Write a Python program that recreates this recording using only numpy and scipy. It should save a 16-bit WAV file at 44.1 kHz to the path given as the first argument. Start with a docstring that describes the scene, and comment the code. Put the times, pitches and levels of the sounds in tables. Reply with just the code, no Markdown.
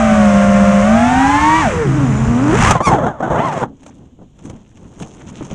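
"""Whining propellers and rushing air: a small racing quadcopter, heard from its own camera, speeds over
a meadow, idles through a roll and dives into a tree. Each three-blade propeller sings at its own speed;
in the crown the blades chop leaves, hit twigs and stall. The frame then hangs in the swaying branches,
bumping softly while dry leaves rustle against it."""
import sys
import numpy as np
from scipy import signal
from scipy.fft import rfft, irfft
from scipy.io import wavfile
from scipy.ndimage import uniform_filter1d, map_coordinates

SR = 44100
rng = np.random.default_rng(int(sys.argv[2]) if len(sys.argv) > 2 else 0)


def digitize_waveform(pressure):
    """Quantize a signal to 16-bit integers and store it at the path in sys.argv[1].

    Rows of a 2-D input are taken as channels; values are limited to [-1, 1].
    """
    field = np.atleast_2d(pressure).T
    bounded = np.clip(field, -1, 1)
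    quanta = np.round(bounded * 32767).astype(np.int16)
    wavfile.write(sys.argv[1], SR, quanta)


N = 244314
TIME = np.arange(N) / SR
CRASH_S, STOP_S, STALL_S = 2.72, 3.635, .04  # the tree ends the flight; the motors cut out; stall time

# one throttle for all motors: t/s, throttle (0 = cruise, 1 = full)
THROTTLE = [(0, .2), (.32, 0.0091), (.81, 0.00077), (1.03, .33), (1.565, 1)]
# shaft speed and relative tone level by motor: cruise f/Hz, full f/Hz, cruise level/dB, full level/dB
MOTORS = {"slow": (177, 322, -16.5, -16.5), "bent": (200, 320, -19, -14), "fast": (231, 388, -23, -21.5)}
# crisp spectrum of dry leaves and twigs: f/Hz, level/dB
LEAF_COLOUR = [(400, -6.5), (900, -4), (2000, -14), (3200, -12.5), (4700, -27.5), (6400, -10.5),
               (9500, -26.5), (14000, -60.5)]


def motors():
    """The whine of four propellers; also returns three shaft angles and the fast motor's speed."""
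    # a blade drumming evenly on one leaf: t/s, length/s, relative level/dB
    drums = [(2.964, .015, -16), (3.392, 0.012, -12.5)]
    (slow_hz, slow_gain), (bent_hz, bent_gain), (fast_hz, fast_gain) = map(motor, ("slow", "bent", "fast"))
    slow, bent, fast = turns(slow_hz), turns(bent_hz), turns(fast_hz)
    # the fourth motor runs between the others and hunts as it trims the attitude
    fourth_hz = slow_hz + .22 * (fast_hz - slow_hz)
    fourth = turns(fourth_hz * (1 + .013 * walk(6)))
    for s, length_s, db in drums:
        bent_gain = bent_gain + undb(db) * contact(s, length_s, attack_s=.024, release_s=.024)
    whine = undb(-1) * slow_gain * propeller(slow, second_db=-10, slope_db=28, uneven_db=-40.5)
    whine += undb(-11.5) * slow_gain * propeller(fourth, second_db=-10.5, slope_db=6.5, uneven_db=-23.5)
    whine += undb(-1.5) * bent_gain * propeller(bent, second_db=-19, slope_db=3.5, uneven_db=-16.5)
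    whine += undb(3) * fast_gain * propeller(fast, second_db=-10, slope_db=11.5, uneven_db=-18)
    # the unbalanced propeller shakes the camera once a turn; the mount damps this away from cruise
    octaves = np.abs(np.log2(bent_hz / MOTORS["bent"][0]))
    shake_db = -10 - 11.5 * octaves + 2.3 * walk(40)
    shake = np.sqrt(2) * np.sin(2 * np.pi * bent) * undb(shake_db)
    return whine + shake * coasting() ** 2.4, (slow, bent, fast), fast_hz


def motor(name):
    """Shaft speed and tone gain of one motor: it follows the throttle, coasts, steers, revs and stalls."""
    # each motor near idle, steering the roll: t/s, shaft f/Hz, relative level/dB
    roll = {"slow": [(1.865, 44, -8.5), (2.17, 43.72, -12.5), (2.3, 39.77, -14), (2.6, 42.9, -13.5)],
            "bent": [(1.72, 169.8, -20.5), (1.83, 149.7, -11.5), (1.9, 109.5, -19), (2.01, 94.44, -10),
            (2.13, 69.44, -13.5), (2.36, 80, -9.5), (2.55, 110, -8)], "fast": [(1.85, 75, -53),
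            (2.52, 66, -20.5)]}[name]
    # revs to right the frame in the tree: motor, peak t/s, shaft f/Hz, rise/s, fall/s, relative level/dB
    surges = [("bent", 2.67, 320, .125, .26, -17.5), ("fast", 2.695, 425, .125, .3, -27),
              ("fast", 2.85, 405, .2, .2, -31.5), ("slow", 3.095, 270, .2, .2, -31.5),
              ("slow", 3.24, 262, .07, .2, -24), ("bent", 3.415, 230, .11, 0.56, -30),
              ("fast", 3.455, 355, .16, .2, -25)]
    inertia_s, idle_hz = .016, 38.05  # rounding of a surge; least speed until the stall
    cruise_hz, full_hz, cruise_db, full_db = MOTORS[name]
    throttle, coast = curves(THROTTLE)[0], coasting()
    hz = (cruise_hz + (full_hz - cruise_hz) * throttle) * coast
    gain = undb(cruise_db + (full_db - cruise_db) * throttle) * coast ** 1.2
    roll_hz, roll_db = curves(roll)
    hz = np.maximum(hz, roll_hz * during(roll))
    gain = np.maximum(gain, undb(roll_db) * during(roll))
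    for which, s, peak_hz, rise_s, fall_s, db in surges:
        if which == name:
            from_peak_s = np.hypot(TIME - s, inertia_s) - inertia_s
            surge = np.exp(-from_peak_s / np.where(TIME < s, rise_s, fall_s))
            hz = np.maximum(hz, peak_hz * surge)
            gain = np.maximum(gain, undb(db) * surge ** 3)
    running = after(STOP_S, STALL_S)
    return np.maximum(hz, idle_hz) * running, gain * running


def propeller(angle, second_db, slope_db, uneven_db, harmonics=15, bite_db=2):
    """Three blades sound every third shaft harmonic; unequal blades leave weak lines between."""
    # body of the whine: f/Hz, level/dB
    whine_colour = [(200, -4), (1900, 1), (3000, -4.5), (4400, -10), (9000, -30.5)]
    out = np.zeros(N)
    bite = undb(bite_db * curves(THROTTLE)[0] * coasting())  # throttle brings out the blade overtones
    for k in range(2, harmonics + 1):
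        if k == 3:
            gain = 1
        elif k % 3 == 0:
            gain = bite * undb(second_db - slope_db * np.log2(k / 6))
        else:
            gain = undb(uneven_db - 5 * np.log2(k / 2))
        # each harmonic wavers in the turbulent inflow
        gusts = 1 + .18 * np.interp(TIME, np.arange(600) / 100, rng.standard_normal(600))
        out += gain * gusts * np.sin(2 * np.pi * (k * angle + rng.random()))
    return np.sqrt(2) * colour(out, whine_colour)


def turns(hz, jitter=1.2):
    """Shaft angle in turns; the flight controller nudges the speed and each turn differs a little."""
    # speed flutter, small under power, large at idle and among leaves: t/s, share of the speed
    flutter = [(1.62, 0.0022), (1.9, 0.02), (2.6, .018), (3.6, 0.015)]
    wobble = curves(flutter)[0] * (walk(45) + jitter * walk(600))
    return np.cumsum(hz * (1 + wobble)) / SR


def coasting(cut_s=1.595, ease_s=.04, coast_s=.125):
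    """Share of their speed that the propellers keep once the throttle is eased off."""
    return np.exp((ease_s - np.hypot(np.maximum(TIME - cut_s, 0), ease_s)) / coast_s)


def chopping(angles, strength):
    """Each passing blade slaps the leaves with its own force; on a twig the slaps flare and die away."""
    # propellers hitting twigs: t/s, relative peak level/dB, decay/s
    strikes = [(2.707, -6, 0.013), (2.751, 1.5, 0.011), (2.803, -1.5, 0.01), (2.922, -25, 0.011),
               (2.944, -6, 0.012), (2.983, -8.5, 0.0028), (3.011, -22, 0.0074), (3.062, -6, 0.013),
               (3.203, -7.5, 0.0044), (3.225, -8, 0.022), (3.301, -8, 0.025), (3.624, -4.5, 0.015)]
    # thwack of a blade on leaves: f/Hz, level/dB
    chop_colour = [(40, -30), (130, 10.5), (400, 1.5), (850, 4), (1700, -13), (2500, -33), (3400, -26.5),
                   (4700, -52.5), (6500, -30.5), (9500, -51), (13000, -63)]
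    passes = sum(np.diff(np.floor(3 * angle), prepend=0) for angle in angles)
    slaps = passes * undb(4 * np.clip(rng.standard_normal(N), -2, 2))
    slaps /= np.sqrt(uniform_filter1d(slaps ** 2, size=2048) + 1e-6)  # equally loud at any blade rate
    tearing = unit(grains(rate=5500, spread_db=3.5))
    chatter = unit(colour(slaps + .5 * tearing, chop_colour))
    out = chatter * strength * undb(2 * walk(70))
    for s, db, decay_s in strikes:
        add(out, s, db - 1, chatter[int(s * SR):][:SR // 8] * swell(decay_s))
    add(out, strikes[0][0], db=-1, x=burst(.0051, LEAF_COLOUR))  # the first twig snaps
    return out


def foliage():
    """Envelopes of chopping, hiss and buffeting as the propellers plough through the leaves."""
    # clumps of foliage: t/s, length/s, attack/s, release/s, chop level/dB, hiss level/dB, buffet level/dB
    thickets = [(2.624, 0.085, 0.085, 0.032, -18.5, -16.5, -8),
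                (2.871, 0.071, .01, 0.021, -11.5, -28, -18.5),
                (2.995, 0.089, 0.0301, 0.044, -17.5, -51.5, -28),
                (3.211, 0.099, 0.017, 0.033, -25, -50, -39), (3.319, 0.079, 0.013, 0.025, -17, -44, -26.5),
                (3.432, 0.2, 0.042, 0.0091, -21.5, -33.5, -48)]
    power = sum((undb(dbs)[:, None] * contact(s, length_s, attack_s, release_s)) ** 2
                for s, length_s, attack_s, release_s, *dbs in thickets)
    return np.sqrt(power)


def squeal(angle, harmonics=9, release_s=.012):
    """Blade tips rubbing on a twig give a bright rasp at the blade rate."""
    # tips on twigs: t/s, length/s, attack/s, level/dB
    rubs = [(2.68, 0.022, .04, -25.5), (2.866, 0.016, 0.019, -19.5), (3.47, .13, 0.05, -50)]
    # edge of the rasp at the camera: f/Hz, level/dB
    rasp_colour = [(100, -14), (2000, 13), (3300, 5), (4600, 2.5), (6200, 15), (8000, 7.5), (10500, 6.5),
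                   (12500, -44.5)]
    angle = angle + .005 * walk(900)  # no two taps are quite alike
    buzz = sum(np.sin(2 * np.pi * (3 * k * angle + rng.random())) / k ** 1.1
               for k in range(1, harmonics + 1))
    pressure = sum(undb(db) * contact(s, length_s, attack_s, release_s)
                   for s, length_s, attack_s, db in rubs)
    return unit(colour(buzz, rasp_colour)) * pressure * undb(2 * walk(250))


def air(angle, hz, leaf_hiss, leaf_buffet, cruise_hiss_db=-24, wind_db=-21):
    """Turbulence off the blades, pulsing as they pass, and wind buffeting the microphone."""
    # airy propeller wash: f/Hz, level/dB
    wash_colour = [(150, -25), (400, -7), (1200, 5), (2700, -6), (4500, -21.5), (6300, -11), (8000, -16),
                   (10500, -32), (12500, -55), (15000, -71)]
    # low wind rumble: f/Hz, level/dB
    wind_colour = [(20, -17.5), (55, -1.5), (120, -2), (200, -5), (400, -22.5), (1000, -69)]
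    flying = after(CRASH_S, decay_s=.009)
    octaves = np.log2(hz / MOTORS["fast"][0])
    hiss = undb(cruise_hiss_db + 3.5 * octaves) * flying
    shredding = leaf_hiss * undb(3 * walk(220))  # the hiss flickers as leaves tear
    pulsing = 1 + .4 * np.sin(6 * np.pi * angle)
    wash = unit(colour(rng.standard_normal(N) * pulsing, wash_colour)) * np.hypot(hiss, shredding)
    wind = noise(wind_colour) * np.hypot(undb(wind_db) * flying, leaf_buffet)
    return wash + wind * undb(2 * walk(24.44))


def branches(rest_db=-55, hush_db=-49.5):
    """Swaying leaves scratch the hanging frame and crack; branches rub it and bump it dully."""
    # the frame swinging into leaves: t/s, fade/s, rustle level/dB, rumble level/dB
    swings = [(3.68, 0.034, -64, -27.5), (3.877, 0.064, -50, -39.5), (4.019, 0.082, -65, -39.5),
              (4.23, 0.033, -69.5, -40), (4.475, 0.053, -45, -31), (4.537, 0.064, -51, -34.5),
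              (4.845, 0.078, -50, -36.5), (5.03, 0.079, -43, -32), (5.29, 0.18, -45.5, -34.5),
              (5.52, 0.3, -41, -33.5)]
    # the frame bumping branches: t/s, peak level/dB
    bumps = [(4.187, -30), (4.212, -28), (4.443, -22.5), (4.494, -21), (4.53, -34), (5.005, -18),
             (5.022, -28), (5.406, -15), (5.509, -17)]
    # dry leaves cracking: t/s, peak level/dB
    cracks = [(3.8305, -36), (3.8617, -27.5), (4.388, -36), (4.454, -35.5), (4.4964, -28), (4.77, -37.5),
              (4.998, -28), (5.021, -24), (5.297, -32), (5.4248, -30)]
    # dull body of the frame: f/Hz, level/dB
    frame_colour = [(25, -7.5), (100, 0.5), (230, 4), (350, -4.5), (1000, -20.5), (2000, -42.5),
                    (4000, -84.5)]
    # faint, steady hush between the movements: f/Hz, level/dB
    hush_colour = [(150, 11), (450, -24), (2200, -24), (3300, -16.5), (4800, -36), (6700, -19.5),
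                   (11000, -48)]
    hanging = 1 - after(STOP_S, STALL_S)
    power = sum((undb(dbs)[:, None] * contact(s, 0, attack_s=.94 * fade_s, release_s=fade_s)) ** 2
                for s, fade_s, *dbs in swings)
    scratch, rub = np.sqrt(power)
    rustle = dry_leaves() * scratch * undb(walk(50))
    rumble = noise(frame_colour) * np.hypot(rub, undb(rest_db))
    hush = noise(hush_colour) * undb(hush_db)
    out = (rustle + rumble + hush) * hanging
    for s, db in bumps:
        add(out, s, db, burst(.015, frame_colour))
    for s, db in cracks:
        add(out, s, db, burst(.0047, LEAF_COLOUR))
    return out


def dry_leaves(count=7):
    """Each leaf crackles in its own band and comes and goes on its own."""
    out = np.zeros(N)
    for hz in np.geomspace(800, 9000, count):
        band = signal.butter(1, [hz * .75, hz / .75], "bandpass", fs=SR, output="sos")
        out += signal.sosfilt(band, grains(rate=800, spread_db=2.2)) * undb(5 * walk(35))
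    return unit(colour(out, LEAF_COLOUR))


def idle_whistle():
    """The idling motors give a thin, high whistle."""
    # swell of the whistle: t/s, level/dB
    levels = [(1.82, -77), (2.1, -42), (2.55, -54)]
    return wavering(levels, hz=7040, rate=190)


def lingering_hum():
    """A low hum lingers as the motors stop."""
    # fade of the hum: t/s, level/dB
    levels = [(3.64, -39), (4.4, -63.5)]
    return wavering(levels, hz=257, rate=45)


def undb(db):
    """Decibels to gain."""
    return 10 ** (np.asarray(db) / 20)


def unit(x):
    """Scale to rms 1."""
    return x / np.sqrt(np.mean(x ** 2) + 1e-18)


def curves(table):
    """The columns of a table, joined by straight lines in time."""
    s, *columns = np.transpose(table)
    return [np.interp(TIME, s, c) for c in columns]


def during(table, fade_s=.022):
    """1 while a table lasts, with short fades outside it."""
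    return np.clip(1 + np.minimum(TIME - table[0][0], table[-1][0] - TIME) / fade_s, 0, 1)


def after(s, decay_s):
    """1 until time s, then dying away."""
    return np.exp(-np.maximum(TIME - s, 0) / decay_s)


def contact(s, length_s, attack_s, release_s):
    """Envelope that swells up to time s, holds and dies away."""
    return np.exp(np.minimum(TIME - s, 0) / attack_s) * after(s + length_s, release_s)


def swell(decay_s):
    """Envelope of a yielding contact: a quick rise, then a decay."""
    t = TIME[:SR // 8]
    return np.tanh(t / .002) ** 2 * np.exp(-t / decay_s)


def walk(rate):
    """Smooth random drift of rms 1 that changes `rate` times a second."""
    steps = rng.standard_normal(N // 10)
    return unit(map_coordinates(steps, [TIME * rate], order=3, mode="wrap"))


def colour(x, points, size=4096):
    """Minimum-phase EQ through points of f/Hz, level/dB."""
    hz, db = np.transpose(points)
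    grid = np.maximum(np.arange(size // 2 + 1) * SR / size, 1)
    gains = undb(np.interp(np.log(grid), np.log(hz), db))
    cepstrum = irfft(np.log(gains))
    cepstrum[1:size // 2] *= 2
    cepstrum[size // 2 + 1:] = 0
    impulse = irfft(np.exp(rfft(cepstrum)), size)
    return signal.fftconvolve(x, impulse)[:len(x)]


def noise(points):
    """Steady coloured noise of rms 1."""
    return unit(colour(rng.standard_normal(N), points))


def burst(decay_s, points):
    """A dying scrape of coloured noise."""
    return colour(rng.standard_normal(SR // 8) * swell(decay_s), points)


def grains(rate, spread_db):
    """Random clicks, mostly small and a few large."""
    sizes = undb(spread_db * np.minimum(rng.exponential(size=N), 4))
    return (rng.random(N) < rate / SR) * rng.standard_normal(N) * sizes


def wavering(levels, hz, rate):
    """A tone that flutters in strength and follows a level curve."""
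    tone = unit(walk(rate) * np.sin(2 * np.pi * hz * TIME))
    return tone * undb(curves(levels)[0]) * during(levels)


def add(out, s, db, x):
    """Mix in a sound at time s with the given peak level."""
    i = int(s * SR)
    out[i:i + len(x)] += (undb(db) * x / np.abs(x).max())[:N - i]


def scene():
    """Flight and tree both reach the one microphone on the frame."""
    whine, (slow, bent, fast), fast_hz = motors()
    chop, leaf_hiss, leaf_buffet = foliage()
    flight = whine + air(fast, fast_hz, leaf_hiss, leaf_buffet) + idle_whistle()
    tree = squeal(fast) + chopping((slow, bent, fast), chop) + lingering_hum() + branches()
    return (flight + tree)[None]


def record(dry):
    """The camera rounds off the highest peaks and cuts the top."""
    top_hz = 15100
    rounded = dry / (1 + dry ** 6) ** (1 / 6)
    return signal.sosfilt(signal.ellip(8, .2, 70, top_hz, fs=SR, output="sos"), rounded)


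dry = scene()
out = record(dry)
digitize_waveform(out)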